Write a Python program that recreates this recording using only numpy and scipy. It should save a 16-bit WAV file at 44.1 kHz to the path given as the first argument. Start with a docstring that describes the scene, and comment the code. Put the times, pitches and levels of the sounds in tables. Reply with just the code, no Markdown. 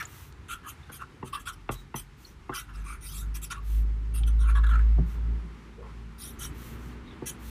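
"""A felt-tip marker hatches paper on a wooden board in a small quiet room, over traffic that swells and sinks:
shaped noise. From the start the tip catches on paper fibres, ringing pen barrel and board; the hand slides, and
there are ticks and squeaks (noise puffs) and knocks (fading tones of the board). After 1 s an engine comes in,
a rising tone with overtones and rough noise, its boom strongest around 4 to 5 s; late in that stretch the tip
judders. The pen pauses from about 5 s, with a palm thump and soft knocks; a few strokes follow, one at the end."""
import sys
import numpy as np
from scipy import signal
from scipy.fft import rfft, irfft, next_fast_len
from scipy.io import wavfile
from scipy.ndimage import uniform_filter1d

SR = 44100
rng = np.random.default_rng(int(sys.argv[2]) if len(sys.argv) > 2 else 0)


def linear_from_db(decibels):
    """Turn decibels (scalar or array-like) into linear amplitude factors; 0 gives 1."""
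    return 10 ** (np.asarray(decibels, float) / 20)


def generate_wav(signal):
    """Clip the signal to [-1, 1] and save it as 16-bit WAV at the path in sys.argv[1]."""
    frames = np.transpose(np.atleast_2d(signal))
    scaled = np.clip(frames, -1, 1) * 32767
    pcm = np.round(scaled).astype(np.int16)
    wavfile.write(sys.argv[1], SR, pcm)


N = 330739


def rms_one(x):
    """Scale to rms 1."""
    return x / np.sqrt(np.mean(x ** 2) + 1e-20)


def in_time(rows):
    """Join each column after the first (time) by straight lines, one value a sample."""
    s, *columns = np.transpose(rows)
    return np.array([np.interp(np.arange(N) / SR, s, column) for column in columns])


def drift(rate_hz):
    """Slow random wandering of spread 1: noise sent twice through a one-pole low-pass."""
    r = np.exp(-80 * np.pi * rate_hz / SR)   # made at one value per 40 samples
    noise = rng.standard_normal(N // 40 + 2002)
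    slow = signal.lfilter([1], [1, -2 * r, r * r], noise)[2000:]
    return np.interp(np.arange(N) / 40, np.arange(len(slow)), rms_one(slow))


def resonance(x, hz, width_hz):
    """Two-pole band-pass with gain 1 on top."""
    r = np.exp(-np.pi * width_hz / SR)
    feed = np.array([1, 0, -1]) * (1 - r * r) / 2
    return signal.lfilter(feed, [1, -2 * r * np.cos(2 * np.pi * hz / SR), r * r], x)


def coloured(spectrum, patchy_db):
    """Noise shaped by a spectrum, its level wandering; rms 1."""
    hz, db = np.transpose(spectrum)
    grid_hz = np.fft.rfftfreq(N, 1 / SR) + 1
    shape = linear_from_db(np.interp(np.log(grid_hz), np.log(hz), db, -80, -80))
    noise = irfft(rfft(rng.standard_normal(N)) * shape, N)
    return rms_one(noise * linear_from_db(patchy_db * drift(4.0)))


# traffic level over time: time_s, level_db, heavy_db (low end above that level)
TRAFFIC_LEVELS = [(0.0, -56, 7.5), (2.38, -60.5, 4), (2.86, -58.5, 6), (4.22, -58, 9.5), (4.68, -53, 3),
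                  (5.12, -52.5, 8), (5.64, -55.5, -4), (6.2, -55.5, -0.5), (6.52, -48.5, 2.5),
                  (7.5, -51, -3.5)]
# noise colours, from deepest to highest: pitch_hz, relative_level_db (per Hz)
SUB_COLOUR = [(22, -28), (35, -1), (48, -12.5), (62, 5), (70, -14.5)]
LOW_COLOUR = [(36, -40), (62, 13.5), (150, 6), (200, -73), (330, -120)]
MID_COLOUR = [(88, -32), (150, 1.5), (216, -1), (393, -3), (547, -15), (600, -15.5), (780, -38),
              (1320, -120)]
AIR_COLOUR = [(350, -63), (600, -13), (726, -3.5), (855, 0.5), (1290, 2), (1580, -1.5), (2070, -2.5),
              (3380, -10), (10000, -24), (13200, -31), (15500, -37)]
SUB_DB, AIR_DB = -3.5, -58   # sub against the low end; air while traffic is at its mean dB
AIR_FOLLOWS, TREBLE_FOLLOWS = 0.69, -0.53   # dB per dB of traffic: the air swells and dulls


def rumble():
    """Traffic through the walls is deep noise; the air of the room is a fainter, higher one."""
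    traffic_db, heavy_db = in_time(TRAFFIC_LEVELS)
    swing_db = traffic_db - traffic_db.mean()
    sub = linear_from_db(traffic_db + heavy_db + SUB_DB) * coloured(SUB_COLOUR, patchy_db=4.5)
    low = linear_from_db(traffic_db + heavy_db) * coloured(LOW_COLOUR, patchy_db=0.5)
    mid = linear_from_db(traffic_db) * coloured(MID_COLOUR, patchy_db=1.65)
    air = coloured(AIR_COLOUR, patchy_db=0.82)
    dull = signal.sosfiltfilt(signal.butter(2, 4000, fs=SR, output="sos"), air)
    treble = linear_from_db(TREBLE_FOLLOWS * swing_db) * (air - dull)
    return sub + low + mid + linear_from_db(AIR_DB + AIR_FOLLOWS * swing_db) * (dull + treble)


# engine over time, its boom swelling and sinking: time_s, firing_pitch_hz, boom_db (rms)
ENGINE_RUN = [(1.3, 43.6, -50), (1.75, 46.2, -45.5), (1.95, 47.2, -59), (2.47, 47.17, -72),
              (2.8, 49.23, -33.5), (3.01, 47.83, -47), (3.3, 52.2, -29.5), (3.51, 51.4, -46.5),
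              (3.77, 52.4, -21), (4.01, 52.54, -30), (4.13, 54.8, -29.5), (4.23, 54, -21.5),
              (4.53, 53.87, -19), (4.93, 54.23, -18.5), (5.0, 55.37, -20.5), (5.11, 55.54, -32),
              (5.32, 56.36, -25), (5.6, 55.2, -50.5), (5.88, 55.9, -43.5), (6.1, 55.1, -41.5),
              (6.2, 57.52, -51), (6.39, 57.1, -44.5), (7.0, 59.96, -44.5), (7.17, 59.9, -58),
              (7.5, 58.2, -39)]
# overtones, rms with the boom at -30 dB: multiple, first_db, last_db, share (of the boom's swing)
ENGINE_OVERTONES = [(2, -47.5, -52.5, 0.49), (3, -60.5, -62, 0.24), (4, -84, -46.5, 0.36),
                    (5, -67.5, -66, 0.35), (6, -67, -88, .2), (7, -81, -73.5, 0.11)]
GRUFF_HZ, GRUFF_WIDTH_HZ = 149, 74.5   # exhaust noise; a second filter is twice as wide
GRUFF_GAIN_DB, GRUFF_FOLLOWS = -56, 0.53   # before the final sqrt(2), boom at -29.5 dB; dB per dB of boom
ROOM_MODE_HZ, ROOM_MODE_HALF_WIDTH_HZ, ROOM_MODE_DB = 166.8, 4.3, 8   # lifts overtones that pass through


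def engine():
    """The firing tone booms; its overtones waver above it, with exhaust noise that swells with the boom."""
    hz, boom_db = uniform_filter1d(in_time(ENGINE_RUN), 1500, axis=1)
    phase = 2 * np.pi * np.cumsum(hz) / SR
    way = np.arange(N) / N   # 0 at the start, 1 at the end
    out = linear_from_db(boom_db) * np.sin(phase)
    for k, first_db, last_db, share in ENGINE_OVERTONES:
        level_db = first_db + way * (last_db - first_db) + 3.3 * drift(2.1) + share * (boom_db + 30)
        level_db += ROOM_MODE_DB / (1 + ((k * hz - ROOM_MODE_HZ) / ROOM_MODE_HALF_WIDTH_HZ) ** 2)
        out += linear_from_db(level_db) * np.sin(k * phase + 0.91 * drift(5.2))
    gruff = resonance(rng.standard_normal(N), GRUFF_HZ, GRUFF_WIDTH_HZ)
    gruff = resonance(gruff, GRUFF_HZ, 2 * GRUFF_WIDTH_HZ)
    gruff = rms_one(gruff * linear_from_db(3 * drift(6)))
    out += linear_from_db(GRUFF_GAIN_DB + GRUFF_FOLLOWS * (boom_db + 29.5)) * gruff
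    fade_in = np.clip((way * N / SR - ENGINE_RUN[0][0] + 0.25) / 0.8, 0, 1)
    return np.sqrt(2) * out * fade_in   # a sine of peak sqrt(2) has rms 1


ROOM_T60_S, WALL_CUT_HZ, ROOM_DB = 0.16, 3300, -15.5   # fade of the lows by 60 dB; dulling; echo gain


def room(x):
    """Walls send sound round and round: eight feedback delays, duller on every round."""
    size = next_fast_len(N + SR // 2)
    z = np.exp(-2j * np.pi * np.arange(size // 2 + 1) / size)   # delay of one sample
    dull = np.exp(-2 * np.pi * WALL_CUT_HZ / SR)
    tail = 0
    for k, lag in enumerate((rng.uniform(.009, .03, 8) * SR).astype(int)):
        loop = linear_from_db(-60 * lag / SR / ROOM_T60_S) * (1 - dull) / (1 - dull * z) * z ** lag
        tail = tail + (-1) ** k * loop / (1 - loop)
    return irfft(rfft(x, size) * tail, size)[:N]


# ticks, squeaks and brushes, a low palm thump at 4.98 s, soft knocks near 5.8 s:
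# start_s, peak_db, pitch_hz, t60_s (noise fades 60 dB), width_share (first filter's width / pitch)
NOISE_PUFFS = [(0.053, -32.5, 7100, 0.017, 0.057), (.324, -46, 3660, 0.014, 0.87),
               (.822, -52, 3630, 0.14, .05), (1.745, -47.5, 3860, .2, 0.031),
               (2.245, -42, 4230, 0.045, 0.056), (2.264, -52.5, 5820, 0.15, 0.067),
               (4.2, -51, 780, 0.15, 0.065), (4.233, -33.5, 3040, 0.0209, 0.17),
               (4.982, -24, 165.2, 0.19, 0.17), (5.771, -42, 442.5, 0.35, 0.22),
               (5.81, -42.5, 1000, 0.35, 0.29), (7.06, -51, 3791, .2, 0.052), (7.105, -49, 3416, .1, .08)]


def puffs():
    """Ticks, squeaks, brushes, the palm thump and soft knocks are short puffs of noise around one pitch."""
    out, t = np.zeros(N), np.arange(SR // 4) / SR
    for s, peak_db, hz, t60, share in NOISE_PUFFS:
        puff = rng.standard_normal(len(t)) * linear_from_db(-60 * t / t60) * np.minimum(t / t60 * 12, 1)
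        puff = resonance(resonance(puff, hz, share * hz), hz, 2 * share * hz)
        out[round(s * SR):][:len(t)] += linear_from_db(peak_db) * puff / np.abs(puff).max()
    return out


# knocks on the board: start_s, level_db (rms of the first 30 ms), contact_cut_hz,
# thud_db (boost under 260 Hz), body_db (boost from there to 600 Hz)
KNOCKS = [(0.895, -49.5, 1610, 6, 5.5), (1.227, -37, 2500, 6.5, 7.5), (1.691, -30.5, 3500, -0.5, -0.5),
          (1.942, -35, 2760, 3, 1), (2.493, -34.5, 1900, -2, 2.5), (4.981, -30.5, 456, -2, -7),
          (7.22, -36.5, 547, -9.5, 1)]
# tones of the struck board: pitch_hz, relative_level_db, t60_s (time to fade 60 dB)
KNOCK_TONES = [(45, -11, 0.81), (92.2, -11.5, 0.24), (127.3, -2, 0.31), (162, -4.5, 0.072),
               (229, -3.5, 0.095), (295.5, -2.5, 0.043), (376, -0.5, 0.084), (478, -2.5, 0.051),
               (552, 3.5, 0.014), (654, 5.5, 0.016), (893, 8, 0.013), (1080, 2.5, 0.022), (1200, -1, 0.047),
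               (1400, 3, 0.014), (1840, -14, 0.045), (1900, -14, 0.056), (2100, -5.5, 0.019),
               (2700, -3.5, 0.02), (3500, -8, 0.017), (4000, -15, 0.017)]


def knocks():
    """Each knock strikes all board tones through a soft or hard contact that chatters for a few ms."""
    out, t = np.zeros(N), np.arange(SR // 3) / SR
    chance = rng.normal(0, 1, (len(KNOCKS), len(KNOCK_TONES)))
    chatter = rng.normal(0, 1, (len(KNOCKS), 12))
    for (s, knock_db, cut_hz, thud_db, body_db), luck, bounces in zip(KNOCKS, chance, chatter):
        ring = 0
        for k, (hz, db, t60) in enumerate(KNOCK_TONES):
            boost_db = thud_db if hz < 260 else body_db * (hz < 600)
            level_db = db + 1.5 * luck[k] + boost_db - 60 * t / t60
            onset = 1 - np.exp(-t * hz * 2.0)
            ring = ring + (-1) ** k * linear_from_db(level_db) * onset * np.sin(2 * np.pi * hz * t)
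        contact = np.zeros(600)
        contact[np.arange(12) * 47] = .5 * bounces * linear_from_db(-1.0 * np.arange(12))
        contact[0] = 1
        crisp = signal.sosfilt(signal.butter(2, 260, "high", fs=SR, output="sos"), ring)
        ring = ring - crisp + np.convolve(crisp, contact)[:len(t)]   # only the upper tones follow the chatter
        ring = signal.sosfilt(signal.butter(3, cut_hz, fs=SR, output="sos"), ring)
        ring *= 1 - np.exp(-t * cut_hz * 0.79)   # a soft contact builds up slowly
        at = round(s * SR)
        out[at:at + len(t)] += (linear_from_db(knock_db) * ring / ring[:1300].std())[:N - at]
    return out


# the tip grips and lets go: start_s (first slip), end_s, slips_per_s, depth_db
JUDDERS = [(4.54, 4.627, 39, 2.5), (4.718, 4.788, 52, 7.5)]


def judder():
    """Each slip starts loud and sinks until the next."""
    t, db = np.arange(N) / SR, np.zeros(N)
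    for start, end, per_s, depth_db in JUDDERS:
        since_slip = (t - start) * per_s % 1   # 0 to 1
        db += depth_db * (.5 - since_slip) * (t > start) * (t < end)
    return linear_from_db(db)


RUN_UP_DB, SAG_DB_PER_S = 14.5, 77   # gain from landing to full speed; sag while held
LIFT_DB, LIFT_CURVE = 6, 0.82   # drop after one lift time; power of time in the lift
USUAL_STROKE_S, LIFT_FOLLOWS = 0.053, 0.37   # short strokes lift faster, as this power of their length


def stroke_db(t, peak, run_up, hold, lift_s):
    """A stroke speeds up from its landing, sags while held and lifts; 0 dB at full speed."""
    lift_s = lift_s * ((run_up + hold) / USUAL_STROKE_S) ** LIFT_FOLLOWS
    before = np.where(t > peak - run_up, -RUN_UP_DB * ((t - peak) / run_up) ** 2, -140)
    sag_db = SAG_DB_PER_S * np.minimum(t - peak, hold)
    fall_db = LIFT_DB * (np.maximum(t - peak - hold, 0) / lift_s) ** LIFT_CURVE
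    return np.where(t < peak, before, -sag_db - fall_db)


# pen strokes: full_speed_s, run_up_s, hold_s, scratch_db, pressure_db (board against scratch)
STROKES = [(.008, 0.024, 0.0082, -49, 15), (0.52, 0.037, 0.019, -46.5, 9),
           (0.672, 0.042, 0.011, -65.5, 22.5), (0.7, 0.037, 0.0063, -45.5, -5),
           (0.899, 0.006, .002, -73.5, 30), (0.932, 0.015, 0.038, -47, -10.5),
           (1.019, 0.028, .005, -63.5, 21.5), (1.022, 0.0036, 0.0018, -67.5, 34),
           (1.275, 0.029, 0.011, -53.5, -1.5), (1.34, .014, 0.024, -47.5, 14),
           (1.404, 0.017, 0.015, -56, -2), (1.489, 0.034, 0.0032, -45.5, 9.5), (1.535, .015, .004, -57, -2),
           (1.723, 0.013, 0.017, -44.5, -7), (1.963, 0.011, 0.038, -41.5, -13),
           (2.533, 0.015, 0.0055, -72.5, 36.5), (2.559, 0.022, 0.044, -41.5, 0.5),
           (2.697, 0.018, 0.0096, -73, 24), (2.75, 0.017, 0.08, -65.5, 10), (2.903, 0.062, 0.044, -51.5, 7),
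           (3.07, 0.062, 0.034, -45, -14.5), (3.178, 0.12, 0.036, -46.5, -10.5),
           (3.22, 0.023, 0.022, -69.5, 15), (3.359, 0.017, 0.013, -44.5, -9),
           (3.444, 0.028, .005, -41, -14.5), (3.517, 0.016, 0.01, -45.5, 9), (3.561, .03, 0.022, -66, 21.5),
           (4.152, 0.014, 0.041, -43, -13), (4.281, 0.017, 0.0086, -49, -3),
           (4.424, 0.036, 0.011, -54, 3.5), (4.46, 0.039, 0.0046, -64.5, 20.5),
           (4.502, 0.036, 0.0038, -52.5, 15), (4.556, 0.0074, 0.028, -58.5, 23),
           (4.643, 0.011, 0.0018, -63, 28), (4.667, 0.0029, 0.0043, -58, 20.5),
           (4.694, 0.0092, 0.022, -61, 22), (4.737, .04, 0.026, -70, 35),
           (4.792, .004, 0.0044, -73.5, 36.5), (4.819, .03, 0.014, -83, 28),
           (6.235, 0.053, 0.069, -43.5, -15.5), (6.398, .01, .01, -47, -23),
           (6.434, .04, 0.029, -42.5, -5.5), (7.275, 0.019, 0.026, -37.5, -14.5)]
# the hand slides over the paper: start_s, length_s, level_db, board_db (against slide), top_db (against hiss)
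HAND_SLIDES = [(0.026, 0.3, -55.5, -12, 4.5), (1.741, .1, -67, -13, -2), (2.16, 0.19, -63, -21, 2),
               (3.621, 0.23, -55, -18, 6.5), (5.043, .14, -62.5, -8, 3.5), (6.52, 0.27, -54, -12, 6),
               (6.735, 0.23, -65.5, 1, 0), (7.381, 0.26, -52.5, -19, 6)]
TIP_LIFT_S, BOARD_LIFT_S = 0.0072, 0.011   # for a stroke of usual length
BOARD_DELAY_S = 0.00052   # the board answers almost at once
BARREL_DB, BARREL_FOLLOWS = -0.16, 0.46   # barrel against scratch, plus this share of the pressure
BARREL_LEANS = 0.18   # barrel dB lost per dB of lean
SLIDE_POINTED, SLIDE_BARREL_DB = 0.99, -5   # power of the half-sine swell; barrel against slide


def force(lean_db):
    """The strongest stroke or slide sets the gains of hiss, top, barrel and board; also says when it slides."""
    t = np.arange(0, N, 8) / SR   # every eighth sample
    lean = lean_db[::8]
    db, sliding = np.full((4, len(t)), -140.), np.zeros(len(t))
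    for peak, run_up, hold, scratch_db, press_db in STROKES:
        tip = scratch_db + stroke_db(t, peak, run_up, hold, TIP_LIFT_S)
        barrel = tip + BARREL_DB + BARREL_FOLLOWS * press_db - BARREL_LEANS * lean
        board = scratch_db + press_db + stroke_db(t - BOARD_DELAY_S, peak, run_up, hold, BOARD_LIFT_S)
        db = np.maximum(db, [tip - lean, tip, barrel, board])
    for start, length, slide_db, board_db, top_db in HAND_SLIDES:
        on = (t > start) & (t < start + length)
        arch = on * np.abs(np.sin(np.pi * (t - start) / length))
        swell = slide_db + 20 * SLIDE_POINTED * np.log10(arch + 1e-6)
        db = np.maximum(db, [swell - top_db, swell, swell + SLIDE_BARREL_DB, swell + board_db])
        sliding = np.maximum(sliding, on)
    smooth = uniform_filter1d(np.vstack([linear_from_db(db), sliding]), size=8, axis=1)
    full = np.array([np.interp(np.arange(N) / SR, t, g) for g in smooth])
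    return full[:4], full[4]


def near(focus_hz, slope_db, most_db):
    """Modes near a focus ring most: dB lost per octave away, up to a limit."""
    return lambda hz: -np.minimum(slope_db * np.abs(np.log2(hz / focus_hz)), most_db)


def rubbed(modes, fibres, grip, grip_db, weight_db=lambda hz: 0):
    """Fibre catches ring each mode, which swells and fades on its own; a loose grip smears them to a wash."""
    out = 0
    for k, (hz, width, db) in enumerate(modes):
        broad = resonance(fibres, hz, 4 * width)
        sharp = (-1) ** k * resonance(broad, hz, width)
        rung = grip * sharp + 0.39 * (1 - grip) * broad
        out = out + linear_from_db(db + weight_db(hz) + grip * grip_db * drift(10.8)) * rung
    return out / np.sqrt(uniform_filter1d(out ** 2, 1300) + 1e-12)   # even level, so the stroke sets it


# resonances under the dragging tip (hiss, top), of the pen barrel and of the board:
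# pitch_hz, width_hz (of the sharp filter), relative_level_db
HISS_MODES = [(4930, 720, 3.5), (5690, 190, 10.5), (6050, 56, 0.5), (6014, 150, 10.5), (6545, 780, 13.5),
              (6900, 29, -9), (7560, 440, 9.5), (8340, 90, 12)]
TOP_MODES = [(8790, 135, 4), (8900, 73, -28.5), (9364, 210, 8), (10170, 270, 7), (10200, 850, -8.5),
             (10870, 520, 1.5), (11680, 126, 3), (12320, 94, -30.5), (12280, 190, 5), (13620, 220, -9),
             (14030, 300, -7.5), (15500, 170, -11), (15000, 330, -22), (14670, 140, 5.5)]
BARREL_MODES = [(1989, 20, 12.5), (2370, 185, 9), (2710, 97, 8.4), (3067, 80, 7.4), (3328, 88, 8),
                (3700, 140, 8.4), (4056, 125, 3.4), (4340, 150, 1.5)]
BOARD_MODES = [(1000, 150, -10), (1120, 78, 3.5), (1274, 168, -3), (1379, 109, 6.5), (1541, 50, -7.5),
               (1678, 40, 4), (1750, 340, -15)]
# how the pen leans: time_s, lean_db (top against hiss), top_slope_db (per octave while the pen draws),
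# board_focus_hz, barrel_focus_hz
PEN_LEAN = [(.03, 0, 22, 1680, 2550), (.52, 1.5, -2, 1380, 2900), (.7, 4, 0, 1390, 3020),
            (.94, 9, -5, 1370, 3430), (1.03, 0, -3, 1240, 2680), (1.35, 4.5, 7, 1190, 2940),
            (1.49, -0.5, -10, 1330, 2900), (1.73, 3, 12, 1200, 3250), (1.98, 3, 7, 1200, 3220),
            (2.57, 1, 2, 1370, 3020), (2.7, 3, 2, 1400, 2900), (2.76, -6, 2, 1310, 2610),
            (2.9, 7.5, -34, 1289, 2370), (3.04, 7.5, -12, 1350, 1960), (3.15, 2, 6, 1343, 4260),
            (3.36, 1, 11, 1350, 2680), (3.44, 3, 6, 1380, 3308), (3.52, -2.5, -2, 1320, 2860),
            (3.58, 4, -5, 1110, 2730), (4.17, 14, -10, 1416, 2840), (4.28, 4, -21, 1330, 3100),
            (4.41, 4, -27, 1246, 3700), (4.49, 6, -23, 1301, 2309), (4.58, 2, -9, 1180, 3700),
            (4.7, 1.5, -7, 1400, 3480), (4.77, -7, -6, 1617, 2260), (6.2, 7, -2, 1264, 4000),
            (6.29, 8, 6, 1306, 3570), (6.44, 0, 8, 1331, 3120), (7.29, 2.5, -7, 1540, 2849)]
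PEN_GRIP, HAND_GRIP = 0.94, 0.089   # 0-1, how sharply the modes ring
SLIDE_SLOPE_DB = 30   # slope of the top per octave while the hand slides


def marker():
    """Dense uneven catches of felt on fibres, in lumps, ring tip, barrel and board by the force of each stroke."""
    lean_db, pen_slope_db, board_hz, barrel_hz = in_time(PEN_LEAN)
    gains, sliding = force(lean_db)
    grip = np.clip(PEN_GRIP + (HAND_GRIP - PEN_GRIP) * sliding, 0, 1)
    slope_db = (1 - sliding) * pen_slope_db + sliding * SLIDE_SLOPE_DB
    sizes = linear_from_db(1.74 * np.minimum(rng.exponential(1, N), 5)) * rng.choice([-1, 1], N)
    caught = rng.random(N) < 9000 / SR   # about 9000 catches a second
    fibres = sizes * caught * linear_from_db(0.46 * grip * drift(48))
    tilt = lambda hz: slope_db * np.log2(hz / 1e4)
    near_barrel = near(barrel_hz, slope_db=52 * grip, most_db=13.5)
    near_board = near(board_hz, slope_db=34, most_db=29)
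    hiss = rubbed(HISS_MODES, fibres, grip, grip_db=10.0)
    top = rubbed(TOP_MODES, fibres, grip, grip_db=4.0, weight_db=tilt)
    barrel = rubbed(BARREL_MODES, fibres, grip, grip_db=4.0, weight_db=near_barrel)
    board = rubbed(BOARD_MODES, fibres, grip, grip_db=7.0, weight_db=near_board)
    return judder() * np.sum(gains * [hiss, top, barrel, board], axis=0)


def scene():
    """Desk sounds with their room, over the sounds from outside."""
    desk = marker() + knocks() + puffs()
    return (desk + linear_from_db(ROOM_DB) * room(desk) + engine() + rumble())[None]


def top_cut(x):
    """Nothing passes above the cut-off."""
    return signal.sosfilt(signal.butter(12, 16820, fs=SR, output="sos"), x)


def record(dry):
    """A steep low-pass takes off the highest treble of the finished mix."""
    low_pass = signal.cheby2(10, 60, 16150, fs=SR, output="sos")   # 60 dB down from 16150 Hz
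    mix = signal.sosfilt(low_pass, dry)
    return top_cut(mix)


dry = scene()
out = record(dry)
generate_wav(out)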